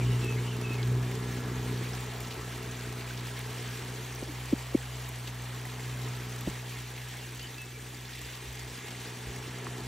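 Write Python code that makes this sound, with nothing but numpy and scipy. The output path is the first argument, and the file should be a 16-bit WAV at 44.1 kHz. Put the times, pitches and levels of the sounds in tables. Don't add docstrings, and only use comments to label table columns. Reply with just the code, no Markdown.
import sys
import numpy as np
from scipy import signal
from scipy.fft import rfft, irfft, next_fast_len
from scipy.io import wavfile
from scipy.ndimage import uniform_filter1d, map_coordinates

SR = 44100
rng = np.random.default_rng(int(sys.argv[2]) if len(sys.argv) > 2 else 0)


def log_audio(samples):
    frames = np.atleast_2d(samples).T
    limited = np.clip(frames, -1, 1)
    pcm = np.round(limited * 32767).astype(np.int16)
    wavfile.write(sys.argv[1], SR, pcm)


def to_linear_factor(level_db):
    exponent = np.asarray(level_db, float) / 20
    return 10 ** exponent


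N = 435266

# (t/s, drone level/dB, exhaust level/dB, imbalance of the two cylinders/dB)
ENGINE_PATH = [(0, -34, -42.5, 1), (.5, -34, -46.5, -7), (.75, -33.5, -45, -2), (1.15, -36, -43.5, -4),
               (1.75, -35, -45, 0), (2.1, -39, -50, -1), (2.45, -42, -50.5, 2), (3.5, -39.5, -51, -5),
               (4.1, -42, -52.5, 0), (4.8, -41.5, -59.5, 2), (5.3, -40, -55.5, 0), (5.5, -41, -54.5, -2),
               (6.3, -39.5, -51.5, -3), (6.7, -41.5, -56, -5), (7.7, -46, -57.5, -3), (8.5, -47, -56, 0),
               (8.95, -45.5, -52.5, -7), (9.87, -41, -49, -5)]
# (t/s, f/Hz)
FIRING_SPEED = [(0, 60.9), (.93, 61.77), (2.1, 60.95), (2.4, 60.97), (3.76, 61.93), (5.15, 60.93),
                (5.58, 61.83), (6.14, 61.15), (6.95, 61.86), (8.9, 61.07), (9.27, 62)]
# (t/s, half length/s, level/dB)
LOAD_SURGES = [
    (0.103, 0.15, 7.5),
    (0.354, 0.044, 2.5),
    (0.926, .11, 7.5),
    (5.9, 0.065, 4),
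    (6.067, 0.08, 4.5),
    (8.6, 0.089, 2.5),
]
# (t/s, level/dB)
LOW_SWELLS = [
    (1.67, 5),
    (4.63, 4),
    (6.5, 1),
    (7.39, 7),
    (7.83, 4),
    (8.25, 9),
    (8.49, 9),
    (8.64, 9),
    (9.29, 16),
]
# (multiple, level/dB)
UPPER_ORDERS = [(3, -1.5), (4, 0), (5, -16), (6, -6), (6.5, -11), (7, -4.5), (7.5, -14.5)]
# (f/Hz, level/dB per Hz)
EXHAUST_COLOUR = [(30, -17), (60, -2), (100, -0.5), (200, -5.5), (300, 0.5), (440, 0.5), (520, -12.5),
                  (800, -34), (1200, -60)]
# (f/Hz, width/Hz, level/dB, gear 0 low or 1 high)
GEAR_TONES = [
    (661, 10, -64, 0),
    (1322, 10, -63, 0),
    (1655, 22, -62.5, 1),
]
# (t/s, speed ratio, low gear level/dB, high gear level/dB)
WHEEL_DRIVE = [(0, 1, 1, 0), (.8, 1, 0, 1), (1, 1.017, 0, 3), (1.5, 1.021, 3, 4), (1.75, 1.016, -4, 3),
               (2, 1, -3, -4), (2.25, 1, 4, 0), (3.6, .999, 2, 1), (3.9, 1.02, -4, -2),
               (5.05, 1.021, -2, -3), (5.3, 1, 3, 0), (5.85, 1.02, -4, 0), (6.2, 1.001, 4, 1),
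               (6.8, 1.008, -3, 2), (7.6, 1.018, -5, 0), (8.7, 1.017, -5, 3), (9.05, .999, -5, 3),
               (9.4, 1.015, 0, 2)]
# (t/s, level/dB)
RAIN_STRENGTH = [(0, -0.5), (.22, 1.5), (.5, -.5), (1.7, 1.1), (2.6, 0), (3.7, 1.5), (4.5, -.5), (5.4, -1),
                 (6.02, 1), (6.4, 0.5), (7.45, -1), (7.7, -4.5), (7.95, -2.5), (8.2, 1), (8.5, -0.8),
                 (8.75, 1), (9.3, -0.1), (9.87, -.3)]
# (t/s, level/dB)
WASH_SWAY = [(0, 3.5), (1.9, 3.5), (2.6, 1), (6.3, 1), (7.1, -2.5), (8.1, -4), (9.3, 0), (9.87, 1.5)]
# (f/Hz, level/dB per Hz)
WASH_COLOUR = [(200, -34), (450, -0.5), (620, -3.5), (800, 0.5), (1100, -1), (1450, -4.5), (2000, -13.5),
               (3000, -48)]
PATTER_COLOUR = [(800, -39), (1400, -12.5), (1800, 0), (2600, -1.5), (3400, -2.5), (4500, -7), (5500, -15),
                 (7000, -39)]
FIZZ_COLOUR = [(3000, -46), (4500, -8.5), (5500, -1.5), (7500, -1), (10000, 2), (12000, -5.5), (13800, -9),
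               (16000, -15.5)]
# (t/s, peak level/dB, f/Hz)
SHARP_DROPS = [(0.0513, -40, 5260), (0.1531, -40, 5850), (0.2189, -38, 5430), (0.2448, -35, 6560),
               (0.5407, -38, 7460), (0.7327, -38, 4240), (0.829, -37, 4600), (1.2261, -39, 4200),
               (1.3264, -34, 5750), (1.4037, -39, 6000), (1.4361, -38, 5770), (1.5618, -40, 5810),
               (1.8662, -37, 4300), (1.934, -29, 5210), (2.2049, -37, 5260), (2.2443, -40, 4400),
               (2.2712, -33, 6310), (2.3067, -35, 4780), (2.369, -39, 6640), (2.579, -40, 6170),
               (2.6529, -39, 5630), (2.8095, -39, 4430), (3.0076, -35, 4290), (3.1752, -34, 4730),
               (3.3912, -37, 5426), (3.5843, -33, 5270), (3.677, -33, 6210), (3.7703, -39, 4220),
               (3.8247, -38, 5210), (3.9589, -34, 5905), (4.0472, -34, 6240), (4.125, -34, 5600),
               (4.1589, -28, 5560), (4.2842, -37, 5300), (4.5246, -37, 5470), (4.5875, -37, 4460),
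               (4.9566, -32, 7460), (5.2734, -37, 4275), (5.5613, -40, 6980), (5.6531, -38, 5450),
               (6.3031, -35, 6920), (6.326, -35, 5820), (6.3884, -36, 5670), (6.5, -29, 7190),
               (6.7865, -41, 4220), (7.2664, -35, 5890), (7.4155, -33, 4490), (7.4719, -35, 4490),
               (7.5827, -36, 4490), (7.9463, -36, 4470), (8.0815, -36, 5295), (8.2492, -33, 4630),
               (8.5185, -35, 7400), (8.5724, -35, 4470), (8.6043, -37, 4470), (8.8443, -41, 6480),
               (9.0588, -37, 4230), (9.8051, -39, 4293)]
# (t/s, peak level/dB, f/Hz)
BUBBLE_DROPS = [(0.7355, -35, 2460), (0.829, -30, 3050), (1.0344, -35, 1700), (1.2275, -34, 1830),
                (1.3268, -38, 2050), (1.5183, -33, 1850), (2.2075, -31, 2120), (2.627, -33, 2590),
                (2.6832, -36, 2150), (2.9795, -39, 2127), (3.0753, -31, 2330), (3.6221, -38, 2270),
                (3.6739, -43, 1900), (4.1247, -39, 2010), (4.1921, -35, 2270), (4.3569, -33, 1970),
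                (4.7475, -34, 2100), (5.6525, -30, 1890), (5.7946, -31, 2000), (6.075, -36, 1980),
                (6.1997, -36, 1950), (6.2974, -36, 1880), (6.3254, -34, 1890), (6.723, -34, 2370),
                (6.758, -34, 2080), (7.1888, -30, 3245), (7.2403, -37, 2740), (7.3207, -36, 2030),
                (7.5438, -31, 3610), (8.1513, -36, 1907), (8.9475, -32, 1930), (9.4383, -31, 2503)]
# (start t/s, length/s, from f/Hz, to f/Hz, level/dB)
BIRD_SONG = [
    (.01, .07, 2760, 3010, -4.5),
    (.055, .085, 3010, 2700, -5.5),
    (.185, .055, 2660, 2615, 1),
    (.237, .052, 2590, 2565, 2),
    (.28, .045, 2560, 2510, -8),
    (.32, .04, 2330, 2130, -2),
]
NOTE_FLUTTERS = [0.032, .034, .01, 0.014, .02, 0.036]
# (start t/s, level/dB, pitch ratio, length ratio, flutter ratio)
BIRD_PHRASES = [
    (-.315, -39.5, 1.08, 1, 1.3),
    (.04, -41.5, 1, 1, 1.15),
    (.432, -41.5, .995, 1.08, 1.15),
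]
# (start t/s, length/s, from f/Hz, to f/Hz, level/dB)
FAR_PHRASE = [
    (7.03, .12, 3750, 3735, -56.5),
    (7.13, .08, 3735, 3720, -61),
    (7.2, .06, 2830, 2720, -52.5),
    (7.395, .03, 2790, 2850, -47.5),
    (7.413, .055, 3020, 3030, -46.5),
    (7.44, .07, 2850, 2800, -55),
    (7.576, .092, 2660, 2590, -45.5),
    (7.665, .055, 2610, 2570, -53),
    (7.73, .05, 2380, 2250, -50),
]
# (t/s, peak level/dB, f/Hz)
CLACKS = [(0.217, -28.5, 2650), (2.313, -32, 5000), (0.737, -33, 3890), (0.829, -36, 4000),
          (1.1123, -30, 2150), (1.2284, -35, 3520), (1.561, -37, 2690), (1.93, -29, 1900),
          (2.2457, -33, 3364), (2.3065, -28.5, 2920), (3.0076, -31.5, 2120), (3.0483, -38, 3270),
          (3.1745, -28, 3800), (3.367, -29, 2650), (3.3972, -31, 2910), (3.771, -31.5, 3960),
          (4.5237, -33, 2730), (5.2727, -30, 3540), (6.0292, -31.5, 3940), (6.4073, -36, 2670),
          (6.4974, -33, 3330), (6.657, -35.5, 3240), (6.787, -32, 2700), (6.96, -32, 2430),
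          (7.3925, -31.5, 3200), (8.049, -35, 3210), (8.1271, -36, 3700), (8.604, -37, 2770),
          (8.905, -32, 3100), (9.0588, -35.5, 4205)]
# (t/s, peak level/dB, share unlike at the two ports)
CLOSE_DROPS = [(0.2453, -37, 1), (0.3511, -46, .2), (0.5427, -44.5, .2), (0.7332, -42, .2),
               (1.1134, -37, .2), (1.405, -43, .7), (2.0058, -35, .5), (2.2049, -35, 0.61),
               (2.6274, -41, .2), (3.3912, -34, 0.64), (4.1505, -37, .2), (5.0898, -34, .2),
               (5.5618, -45, .2), (5.654, -36, .2), (5.902, -40, .2), (6.4093, -36, 0.93),
               (6.7246, -46, .2), (7.43, -43, 0.93), (7.6176, -36, .4), (8.527, -40, 0.84),
               (9.2289, -47, .2)]
# (f/Hz, level/dB per Hz)
CLOSE_DROP_COLOUR = [(4000, -25), (7500, -2), (10500, -0.5), (13000, -1), (15500, -7)]
# (t/s, peak level/dB, f/Hz, rise/s)
FINGER_KNOCKS = [(4.2266, -33.5, 490, 0.0024), (4.2303, -25, 280, 0.0024), (4.5355, -13.5, 268, 0.0063),
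                 (4.5285, -33, 450, .002), (4.746, -32, 520, .002), (4.7536, -12, 290, 0.00535),
                 (6.4778, -19.5, 180, 0.0037), (6.4755, -25, 420, 0.0015), (6.484, -25, 299.4, 0.004),
                 (6.4935, -28.5, 110, 0.0036), (9.670, -30, 1230, 0.0016), (9.669, -35, 1700, 0.0014),
                 (.83, -34.5, 4000, 0.0018), (4.3, -39, 310, 0.026)]
# (pitch ratio, level/dB)
CASE_OVERTONE = (1.96, -19)
# (f/Hz, phase/radians)
PORT_LEAD = [(0, 0), (330, 0), (600, -.3), (900, .2), (1400, 0), (4000, .15), (4900, 1.8), (5060, 0),
             (5500, 0), (9900, 3.14), (11500, 4.25), (13300, 5.1), (14650, 6.28), (22050, 6.28)]
# (f/Hz, level/dB)
PORTS_APART = [(60, -49), (200, -38), (400, -19), (650, -9), (900, -11), (1150, -9), (1700, -16),
               (2400, -13.5), (4000, -15), (4950, -4), (5400, -24), (6500, -11), (9800, -18), (13300, -7),
               (14500, -20)]
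# (f/Hz, level/dB)
WEAKER_LIMIT = [(100, -55), (1300, -30), (1700, -14), (6000, -11), (9000, -8.5), (11000, -6), (13000, -8),
                (15000, -6)]
# (t/s, share missing)
TREBLE_GAPS = [(0, .2), (.55, .15), (.7, .01), (8.6, .01), (8.75, .3), (9.87, .3)]

FIRST_DB, FIRST_FOLLOWS, FIRST_WAVERS_DB = -50.5, 0.63, 2
UPPER_DB, UPPER_FOLLOWS, UPPER_LEANS = -54, 0.73, 0.52
SETTLE_S, BEAT_SWELL_S = 0.13, 0.03
WASH_DB, PATTER_DB, FIZZ_DB = -51.5, -48.5, -48.5
PING_DB, PING_CYCLES, PLOP_DB, PLOP_CYCLES = -2, 7.6, -4, 7
BUBBLE_DB, BUBBLE_HZ, BUBBLE_SPREAD, BUBBLE_CYCLES = -57, 2802, .5, 9
CLACK_T60_S, SPATTER_S, SPATTER_DB = 0.032, .022, -8


def unit(x):
    return x / np.sqrt(np.mean(x ** 2) + 1e-20)


def along(points, hz):
    f, v = np.transpose(points)
    return np.interp(np.log(hz + 1), np.log(f + 1), v)


def curves(rows):
    s, *cols = np.transpose(rows)
    return [np.interp(np.arange(N) / SR, s, c) for c in cols]


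def wobble(rate):
    points = rng.standard_normal(int(N * rate / SR) + 4)
    return map_coordinates(points, [np.arange(N) * rate / SR])


def filtered(x, response):
    m = next_fast_len(N + SR // 2)
    return irfft(rfft(x, m) * response(np.fft.rfftfreq(m, 1 / SR)), m)[..., :N]


def coloured(x, spectrum):
    return unit(filtered(x, lambda hz: to_linear_factor(along(spectrum, hz))))


def hiss(patchy_db):
    z = signal.stft(rng.standard_normal(N), nperseg=512)[2]
    field = uniform_filter1d(rng.standard_normal(z.shape), size=8, axis=0)
    field = uniform_filter1d(field, size=6, axis=1)
    return signal.istft(z * to_linear_factor(patchy_db * unit(field)), nperseg=512)[1][:N]


def swells(rows):
    t = np.arange(N) / SR
    return sum(db * np.exp(-((t - s) / half) ** 2) for s, half, db in rows)


def drone(turn):
    second_db, exhaust_db, uneven_db = curves(ENGINE_PATH)
    upper_db = UPPER_DB + UPPER_FOLLOWS * (exhaust_db + 51) + UPPER_LEANS * (second_db + 41)
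    second_db = second_db + swells(LOAD_SURGES)
    first_db = FIRST_DB + FIRST_FOLLOWS * (second_db + 41) + uneven_db + FIRST_WAVERS_DB * wobble(14)
    first_db += swells([(s, BEAT_SWELL_S, db) for s, db in LOW_SWELLS])
    out = to_linear_factor(first_db) * np.cos(turn)
    out += to_linear_factor(second_db + 0.52 * wobble(10)) * np.cos(2 * turn)
    for order, db in UPPER_ORDERS:
        level = to_linear_factor(upper_db + db + .24 * order * wobble(14))
        out += level * np.cos(order * turn + .008 * order ** 2 * wobble(12))
    return np.sqrt(2) * out


def exhaust(turn):
    level_db = curves(ENGINE_PATH)[1]
    puffs = (1 + 0.45 * np.cos(turn)) * to_linear_factor(1.2 * wobble(18) + 1.2 * wobble(55)) * hiss(patchy_db=1.2)
    return to_linear_factor(level_db + 1.85) * coloured(puffs, EXHAUST_COLOUR)


def gear_whine():
    ratio, *gear_db = curves(WHEEL_DRIVE)
    speed = 2 * np.pi * np.cumsum(ratio) / SR
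    whine = np.zeros(N)
    for hz, width, db, gear in GEAR_TONES:
        whine += to_linear_factor(db + gear_db[gear] + 2 * wobble(7)) * np.sin(hz * speed + .6 * wobble(width))
    return to_linear_factor(0.47 * (curves(ENGINE_PATH)[1] + 53)) * whine


def engine():
    when, speeds = np.transpose(FIRING_SPEED)
    latest = np.clip(np.searchsorted(when, np.arange(N) / SR) - 1, 0, None)
    firing_hz = uniform_filter1d(speeds[latest], size=round(SETTLE_S * SR)) + 0.1497 * wobble(7)
    turn = 2 * np.pi * np.cumsum(firing_hz) / SR
    return drone(turn) + exhaust(turn) + gear_whine()


def drops(count, life):
    when, size = rng.random((count, 2)).T
    hits = np.bincount((when * N).astype(int), to_linear_factor(-4.5 * np.log(size + .02)), N)
    fading = signal.lfilter([1], [1, -np.exp(-1 / (life * SR))], hits)
    return unit(fading * rng.standard_normal(N))


def rain():
    (strength_db,), (sway_db,) = curves(RAIN_STRENGTH), curves(WASH_SWAY)
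    gust = to_linear_factor(0.31 * wobble(7.1) + 0.91 * wobble(25))
    splash = drops(count=3000, life=0.0026)
    wash = hiss(patchy_db=1.5) + 0.25 * splash
    patter = gust * hiss(patchy_db=1) + .2 * splash + .3 * drops(count=5000, life=.003)
    fizz = gust * hiss(patchy_db=2.0) + 0.52 * splash + 0.44 * drops(count=6000, life=0.0021)
    out = to_linear_factor(WASH_DB + sway_db + 0.47 * strength_db) * coloured(wash, WASH_COLOUR)
    out += to_linear_factor(PATTER_DB + strength_db) * coloured(patter, PATTER_COLOUR)
    return out + to_linear_factor(FIZZ_DB + 0.66 * strength_db) * coloured(fizz, FIZZ_COLOUR)


def blips(when, gain, hz, cycles):
    t = np.arange(SR // 50) / SR
    life = t * hz[:, None] / np.clip(cycles, 2, 14)
    shape = np.exp(-life) * (1 - np.exp(-5 * life))
    wave = gain[:, None] * shape * np.sin(2 * np.pi * hz[:, None] * t * (1 + .03 * life))
    at = (when * SR).astype(int)[:, None] + np.arange(len(t))
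    return np.bincount(at.ravel(), wave.ravel(), N + SR)[:N]


def bubbles(count=3000):
    s, db, hz = np.transpose(SHARP_DROPS)
    pings = blips(s, to_linear_factor(db + PING_DB), hz, PING_CYCLES)
    s, db, hz = np.transpose(BUBBLE_DROPS)
    plops = blips(s, to_linear_factor(db + PLOP_DB), hz, PLOP_CYCLES)
    hz = np.clip(BUBBLE_HZ * np.exp(BUBBLE_SPREAD * rng.standard_normal(count)), 1500, 8500)
    gain = to_linear_factor(np.minimum(3 * rng.exponential(size=count), 9)) * np.sqrt(BUBBLE_HZ / hz)
    scatter = blips(rng.random(count) * N / SR, gain, hz, BUBBLE_CYCLES)
    return pings + plops + to_linear_factor(BUBBLE_DB + curves(RAIN_STRENGTH)[0]) * unit(scatter)


def bird():
    notes = [(*note, .006) for note in FAR_PHRASE]
    for at, level, ratio, pace, rough in BIRD_PHRASES:
        for (s, length, from_hz, to_hz, db), share in zip(BIRD_SONG, NOTE_FLUTTERS):
            if at + s >= 0:
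                notes.append((at + pace * s, pace * length, ratio * from_hz, ratio * to_hz,
                              level + db, rough * share))
    out, flutter = np.zeros(N), wobble(220)
    for start, length, from_hz, to_hz, db, share in notes:
        a, n = round(start * SR), round(length * SR)
        u = np.linspace(0, 1, n)
        shape = abs(np.sin(np.pi * u ** 0.62)) ** 0.72
        hz = (from_hz + (to_hz - from_hz) * u) * (1 + share * flutter[a:a + n])
        out[a:a + n] += to_linear_factor(db) * shape * np.sin(2 * np.pi * np.cumsum(hz) / SR)
    t = np.arange(SR // 3) / SR
    trees = rng.standard_normal(len(t)) * to_linear_factor(-60 * t / .2)
    echo = signal.fftconvolve(out, trees / np.linalg.norm(trees))[:N]
    return out * to_linear_factor(1.5 * wobble(70)) + .4 * echo


def clacks():
    out, t = np.zeros(N + SR), np.arange(SR // 10) / SR
    for s, db, hz in CLACKS:
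        crack = rng.standard_normal(len(t))
        ring = unit(signal.lfilter(*signal.iirpeak(hz, 1.8, SR), crack))
        delays = np.r_[0, SPATTER_S * rng.random(3)]
        late = np.clip(t - delays[:, None], 0, None)
        fall = to_linear_factor(db - 8.5 - 60 * late / CLACK_T60_S) * (1 - np.exp(-late / 0.002))
        shape = fall[0] + to_linear_factor(SPATTER_DB) * fall[1:].sum(0)
        out[round(s * SR):][:len(t)] += shape * (ring + 0.25 * crack)
    return out[:N]


def spits():
    out, t = np.zeros((2, N + SR)), np.arange(SR // 50) / SR
    for s, db, unlike in CLOSE_DROPS:
        a, b = rng.standard_normal((2, len(t)))
        fall = to_linear_factor(db + 3.5 - 60 * t / 0.012)
        out[:, round(s * SR):][:, :len(t)] += fall * np.array([a + unlike * b, a - unlike * b])
    return filtered(out[:, :N], lambda hz: to_linear_factor(along(CLOSE_DROP_COLOUR, hz)))


def bumps():
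    out, t = np.zeros(N), np.arange(-SR // 20, SR // 20) / SR
    ratio, over_db = CASE_OVERTONE
    for s, db, hz, rise in FINGER_KNOCKS:
        sag = 0.099 * rise * np.expm1(np.clip(-1.3 * t / rise, -9, 3)) + 0.16 * t
        shape = np.exp(-(t / np.where(t < 0, rise, 0.57 * rise)) ** 2)
        knock = np.cos(2 * np.pi * hz * (t - sag) - .8)
        knock += to_linear_factor(over_db) * np.cos(2 * np.pi * ratio * hz * t)
        out[round(s * SR) - SR // 20:][:len(t)] += to_linear_factor(db) * shape * knock
    return out


def scene():
    field = engine() + rain() + bubbles() + bird() + clacks() + bumps()
    z = signal.stft(field, nperseg=512)[2]
    scattered = signal.istft(z * np.exp(2j * np.pi * rng.random(z.shape)), nperseg=512)[1][:N]
    scattered = filtered(scattered, lambda hz: to_linear_factor(along(PORTS_APART, hz) + 3))

    def slip(hz):
        return np.exp(.5j * np.interp(hz, *np.transpose(PORT_LEAD)) * [[1], [-1]])

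    return filtered(np.array([field + scattered, field - scattered]) + spits(), slip)


def thin_stereo(x):
    hz, s, z = signal.stft(np.array([x[0] + x[1], x[0] - x[1]]) / 2, SR, nperseg=2048)
    edges = np.r_[0:320:16, 320:len(hz):32]
    band = np.searchsorted(edges, np.arange(len(hz)), "right") - 1
    size = np.sqrt(np.add.reduceat(abs(z) ** 2, edges, axis=1))
    missing = np.interp(s, *np.transpose(TREBLE_GAPS))
    margin_db = along(WEAKER_LIMIT, hz[edges])[:, None] + 1.3 * rng.standard_normal(size.shape[1:])
    margin_db = margin_db + 12 * (hz[edges] > 9000)[:, None] * missing
    kept = (size > size[::-1] * to_linear_factor(margin_db))[:, band] & (hz < 15800)[:, None]
    holes = rng.random(z.shape[1:])[np.arange(len(hz)) // 12 * 12] < missing
    mid, side = z * kept
    mid = mid * ~(holes & (hz > 11000)[:, None])
    mid, side = signal.istft(np.array([mid, side]), SR, nperseg=2048)[1][:, :N]
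    return np.array([mid + side, mid - side])


def band_limit(x):
    return signal.sosfilt(signal.butter(12, 16010, fs=SR, output="sos"), x)


def record(dry):
    mix = thin_stereo(dry)
    return band_limit(mix)


dry = scene()
out = record(dry)
log_audio(out)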